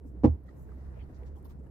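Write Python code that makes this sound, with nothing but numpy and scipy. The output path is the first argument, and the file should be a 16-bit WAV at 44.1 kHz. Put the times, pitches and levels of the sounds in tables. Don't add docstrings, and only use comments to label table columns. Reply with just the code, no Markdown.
import sys
import numpy as np
from scipy import signal
from scipy.io import wavfile
from scipy.ndimage import uniform_filter1d

SR = 44100
rng = np.random.default_rng(int(sys.argv[2]) if len(sys.argv) > 2 else 0)


def materialize(psi):
    bounded = np.clip(np.atleast_2d(psi).T, -1, 1)
    quanta = np.round(bounded * 32767).astype(np.int16)
    wavfile.write(sys.argv[1], SR, quanta)


def voltage_ratio(decibels):
    exponent = np.asarray(decibels, float) / 20
    return 10 ** exponent


N = 74970


def rms_one(x):
    return x / np.sqrt(np.mean(x ** 2) + 1e-20)


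def in_time(rows):
    s, *columns = np.transpose(rows)
    return [np.interp(np.arange(N) / SR, s, column) for column in columns]


def at_hz(points, hz):
    table_hz, values = np.transpose(points)
    return np.interp(np.log(hz), np.log(table_hz), values)


def pan(db):
    return voltage_ratio(np.array([[db / 2], [-db / 2]]))


def filtered(x, order, cut_hz, kind):
    return signal.sosfilt(signal.butter(order, cut_hz, kind, fs=SR, output="sos"), x)


def drift(rate):
    r = np.exp(-80 * np.pi * rate / SR)
    noise = rng.standard_normal(N // 40 + 2002)
    slow = signal.lfilter([1], [1, -2 * r, r * r], noise)[2000:]
    return np.interp(np.arange(N) / 40, np.arange(len(slow)), rms_one(slow))


def strikes(s, db):
    out = np.zeros(N)
    out[(np.asarray(s) * SR).astype(int)] = voltage_ratio(np.asarray(db))
    return out


def ring(clicks, hz, t60):
    r, w = voltage_ratio(-60 / (t60 * SR)), 2 * np.pi * hz / SR
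    return signal.lfilter([0, np.sin(w)], [1, -2 * r * np.cos(w), r * r], clicks + 1e-18)


def ring_modes(modes, clicks, cut_hz):
    body = sum(voltage_ratio(db) * pan(lean_db) * ring(clicks, hz, t60) for hz, db, t60, lean_db in modes)
    return filtered(body, 3, cut_hz, "low")


def grains():
    per_s, spread_db = 11000, 4.5
    sizes = voltage_ratio(spread_db * np.minimum(rng.exponential(1, (2, N)), 4))
    signs = rng.choice([-1, 1], (2, N))
    return rms_one(sizes * signs * (rng.random((2, N)) < per_s / SR))


def banded(spectrum, patchy_db, white):
    # frequency in Hz, left-right likeness from -1 to 1.
    likeness = [(60, 0.91), (180, 1), (550, 0.25), (1650, -0.21), (4970, -0.1), (15000, 0.0087)]
    # frequency in Hz, left minus right in dB.
    lean = [(60, -2.5), (130, 10.5), (240, -1.5), (950, -2), (3770, 7.5), (15000, -2.5)]
    out, together = 0, drift(8)
    edges = 15.5 * 2 ** np.arange(0, 10.1, .5)
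    for k, (low, high) in enumerate(zip(edges, edges[1:])):
        mid, side = filtered(white[k % 2], 2, [low, high], "band")
        hz = np.sqrt(low * high)
        alike = np.clip(at_hz(likeness, hz), -1, 1)
        flicker_db = patchy_db * (.5 * together + drift(25))
        gain = voltage_ratio(at_hz(spectrum, hz) + flicker_db) * pan(at_hz(lean, hz))
        out = out + gain * (np.sqrt(1 + alike) * mid + np.sqrt(1 - alike) * side * [[1], [-1]])
    return rms_one(out)


def still_air():
    # frequency in Hz, level in dB per Hz.
    air_colour = [(15, -32.5), (25, -2), (75, 4), (122, -8), (323, -8), (763, -28.5), (850, -39.5),
                  (2710, -69.5), (15600, -53.5)]
    # time in seconds, level in dB.
    draught = [(0, 1.5), (.2, -2), (.33, 0.5), (.4, -4.5), (.5, 1.5), (.65, -1), (.78, 0), (.88, -0.5),
               (1.0, 0), (1.2, 2), (1.3, -1.5), (1.5, -1), (1.7, -1)]
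    swell_db, = in_time(draught)
    return voltage_ratio(-48.5 + swell_db) * banded(air_colour, patchy_db=-2.5, white=rng.standard_normal((2, 2, N)))


def motor():
    # time in seconds, pitch in Hz, level in dB.
    motor_run = [(0, 69.2, -55.5), (.15, 62.1, -48), (.22, 67.56, -42.5), (.44, 67.7, -49.5),
                 (.53, 68.1, -52), (.62, 64.77, -43), (.665, 66.6, -49), (.715, 64.44, -44.5),
                 (.77, 66.2, -52), (.88, 68.9, -45.5), (1.0, 66.8, -45), (1.11, 68.8, -51),
                 (1.19, 66.9, -47.5), (1.35, 68.72, -46), (1.44, 67.7, -47.5), (1.7, 69.5, -49.5)]
    # multiple of the pitch, level in dB.
    overtones = [(1, 1), (2, -12), (3, -18.5), (4, -40)]
    flutter_db, flutter_per_s, wander = 2.2, 5, .04
    hz, db = in_time(motor_run)
    phase = 2 * np.pi * np.cumsum(hz * (1 + wander * drift(5.76))) / SR
    out = 0
    for k, overtone_db in overtones:
        level = np.sqrt(2) * voltage_ratio(db + overtone_db + flutter_db * drift(flutter_per_s))
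        apart = 0.25 * drift(4.4) * [[1], [-1]]
        out = out + level * pan(-4.0) * np.cos(k * phase + apart)
    return out


def feet():
    # time in seconds, effort in dB.
    shuffle = [(0, -77.5), (.2, -72.5), (.43, -74.5), (.47, -68.5), (.56, -71), (.65, -70.5), (.7, -66),
               (.93, -66), (1.1, -67), (1.25, -64.5), (1.32, -71), (1.38, -72), (1.43, -70.5), (1.52, -70),
               (1.57, -73), (1.7, -72)]
    # frequency in Hz, level in dB per Hz.
    shavings = [(300, 0.5), (700, 4), (1200, -4), (1900, -7.5), (2500, -26.5), (5000, -24.5),
                (16000, -33.5)]
    effort_db, = in_time(shuffle)
    return voltage_ratio(effort_db + 3.0) * banded(shavings, patchy_db=-1.4, white=[grains(), grains()])


def rustles():
    # start in seconds, length in seconds, level in dB, centre in Hz, width in octaves.
    brushes = [(0.052, 0.042, -82.5, 6740, 0.79), (0.053, 0.037, -86, 13900, 0.56),
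               (0.458, 0.048, -81.5, 4040, 2.1), (0.526, 0.082, -82.5, 14500, 0.75),
               (0.567, 0.064, -77, 13000, 1.3), (0.554, 0.084, -79, 7800, 0.57),
               (0.662, .03, -84, 14400, 0.52), (0.78, 0.034, -84, 4500, 1.1),
               (0.93, 0.042, -78, 2180, 0.66), (0.959, 0.021, -78.5, 2400, 0.87),
               (0.997, 0.028, -71, 2920, 0.28), (0.988, 0.028, -67, 2180, 0.74),
               (1.003, 0.035, -82.5, 4440, 0.073), (1.141, 0.027, -76.5, 4974, 0.95),
               (1.256, 0.027, -75, 4500, 1.45), (1.262, 0.017, -86, 5498, 0.13),
               (1.143, .025, -90, 5660, 0.18), (1.334, 0.017, -86, 2415, 0.65),
               (1.354, 0.019, -81.5, 3130, 0.2), (1.358, 0.029, -63, 907, 0.45),
               (1.352, 0.041, -77.5, 9964, 2.1), (1.441, 0.023, -69, 12400, 0.53),
               (1.446, 0.018, -73.5, 3950, 1.07), (1.479, 0.0054, -75, 14000, 0.69),
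               (1.488, 0.0317, -71.5, 4400, 3.1), (1.491, 0.021, -70, 12550, 0.78),
               (1.584, 0.02, -86.5, 7500, 0.51), (1.631, 0.02, -86.5, 7170, 0.34),
               (1.635, 0.081, -91, 13600, 0.48)]
    # start in seconds, length in seconds, level in dB, centre in Hz, width in octaves.
    snaps = [(0.346, 0.0022, -74.5, 13020, .5), (0.35, 0.0016, -86, 13600, 0.36),
             (0.435, 0.004, -77, 12800, 0.59), (1.232, 0.0034, -64.5, 1380, 1.9),
             (1.426, 0.0034, -72, 10620, 0.66), (.484, 0.01, -77, 3980, 0.61),
             (0.592, 0.0035, -57, 600, 0.8), (0.828, 0.019, -58, 294, 0.33),
             (0.969, 0.011, -52.5, 557, 0.65), (1.454, 0.0082, -57.5, 854, 0.79),
             (1.493, 0.025, -67, 936, 0.64), (1.506, 0.002, -70, 3583, 1.3),
             (1.662, 0.013, -82.5, 10340, 0.71)]
    rise, fall, longest_t60_s = .22, 2.5, 0.28
    t, crackle, out = np.arange(N) / SR, grains(), np.zeros((2, N))
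    for s, length, db, hz, octaves in [*brushes, *snaps]:
        edges = np.minimum(hz * 2 ** (octaves * np.array([-.5, .5])), [15500, 17000])
        swell = np.sin(np.pi / 2 * np.clip((t - s) / (rise * length), 0, 1)) ** 2
        t60 = min(longest_t60_s, fall * length)
        decay = voltage_ratio(-60 * np.maximum(t - s - length, 0) / t60)
        out += voltage_ratio(db) * swell * decay * rms_one(filtered(crackle, 3, edges, "band"))
    return out


def ticks():
    # time in seconds, level in dB, pitch in Hz, t60 in seconds, left minus right in dB.
    taps = [(.046, -34, 276, 0.05, 0.5), (.458, -72, 1810, 0.019, -3), (.481, -66.5, 1907, 0.043, -13),
            (.488, -63.5, 1840, 0.039, -2), (0.487, -57, 1259, 0.03, -1.5), (.509, -68, 1900, 0.014, 2),
            (.622, -85, 7730, 0.025, 15), (0.625, -80, 10480, 0.025, 0), (.688, -66, 1530, 0.026, -12),
            (0.7171, -52.5, 1250, 0.02, -4), (1.666, -72.5, 1670, 0.029, 6),
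            (1.668, -75, 2860, 0.013, -3.5)]
    rise_cycles, detune_spread = 5.0, .035
    out = np.zeros((2, N))
    for s, db, hz, t60, lean_db in taps:
        age = np.maximum(np.arange(N) / SR - s, 0)
        shape = voltage_ratio(db + 8 - 60 * age / t60) * (1 - np.exp(-age * hz / rise_cycles)) ** 2
        mode_hz = hz * (1 + detune_spread * rng.normal(0, 1, (2, 3, 1)))
        out += pan(lean_db) * shape * np.sin(2 * np.pi * mode_hz * age).sum(axis=1)
    return out


def panel(s, db):
    # pitch in Hz, level in dB, t60 in seconds, left minus right in dB.
    panel_modes = [(221.2, -24, 0.14, 2), (252.4, -21.5, 0.13, -6), (305.5, -3, 0.042, -0.5),
                   (411, -18.5, 0.052, -14), (492, -13.5, 0.068, -7.5), (655, -26.5, 0.1, 3.5),
                   (819.5, -16, 0.063, -3), (953, -35.5, 0.032, -25), (1039, -25.5, 0.075, 14.5)]
    return ring_modes(panel_modes, strikes(s, db), cut_hz=630)


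def frame_boom():
    # time in seconds, level in dB.
    shoves = [
        (0.248, -22),
        (0.256, -24),
        (0.2723, -22),
    ]
    # pitch in Hz, level in dB, t60 in seconds, left minus right in dB.
    boom_modes = [(54, -17, .3, -1), (78, .5, .42, -2), (116, -5, .19, -2.5)]
    damped_s, damped_t60_s = .335, .2
    boom = ring_modes(boom_modes, strikes(*np.transpose(shoves)), cut_hz=244)
    return boom * voltage_ratio(-60 * np.maximum(np.arange(N) / SR - damped_s, 0) / damped_t60_s)


def crack(s, db):
    # frequency in Hz, level in dB per Hz.
    crack_colour = [(300, -14), (800, -1.5), (1300, -15.5), (2000, -20), (3200, -33.5), (5000, -32.5),
                    (7800, -46), (9500, -69), (16000, -49.5)]
    clicks, fade = strikes(s, db), 0
    for part_db, t60 in ((0, 0.052), (-23.5, 0.29)):
        fade = fade + voltage_ratio(part_db) * signal.lfilter([1], [1, -voltage_ratio(-60 / (t60 * SR))], clicks)
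    fade = uniform_filter1d(fade, int(.008 * SR))
    noise = banded(crack_colour, patchy_db=-0.5, white=rng.standard_normal((2, 2, N)))
    return fade * pan(-2.5) * noise


def knock():
    # time in seconds, panel level in dB, crack level in dB.
    contacts = [
        (0.2356, -18, -40.5),
        (.2385, -25.5, -43.5),
        (0.2426, -8, -42),
        (0.2465, -6.5, -33.5),
        (0.2554, -7, -41.5),
        (0.275, -24.5, -59),
    ]
    s, panel_db, crack_db = np.transpose(contacts)
    wood = panel(s, panel_db) - frame_boom()
    return filtered(wood, 2, 45, "high") + crack(s, crack_db)


def stall(x):
    t60_s, wall_cut_hz = 0.096, 1800
    out, dull = np.zeros((2, N)), np.exp(-2 * np.pi * wall_cut_hz / SR)
    for k, lag in enumerate((rng.uniform(.008, .03, 16) * SR).astype(int)):
        loop, gain, state = x.copy(), voltage_ratio(-60 * lag / SR / t60_s), [0.]
        for i in range(lag, N, lag):
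            back, state = signal.lfilter([gain * (1 - dull)], [1, -dull], loop[i - lag:i], zi=state)
            loop[i:i + lag] += back[:N - i]
        out[k % 2] += (loop - x) * (-1) ** (k // 2)
    return filtered(out, 2, 166, "high")


def scene():
    bed = still_air() + motor() + feet() + rustles()
    hits = ticks() + knock()
    room = voltage_ratio(-12.5) * stall(hits.mean(axis=0))
    return bed + hits + room


def band_limit(x):
    return signal.sosfilt(signal.butter(12, 15720, fs=SR, output="sos"), x)


def record(dry):
    cut = filtered(dry, 1, 15, "high")
    cut = signal.sosfilt(signal.cheby2(16, 50, 16050, fs=SR, output="sos"), cut)
    return band_limit(cut)


dry = scene()
out = record(dry)
materialize(out)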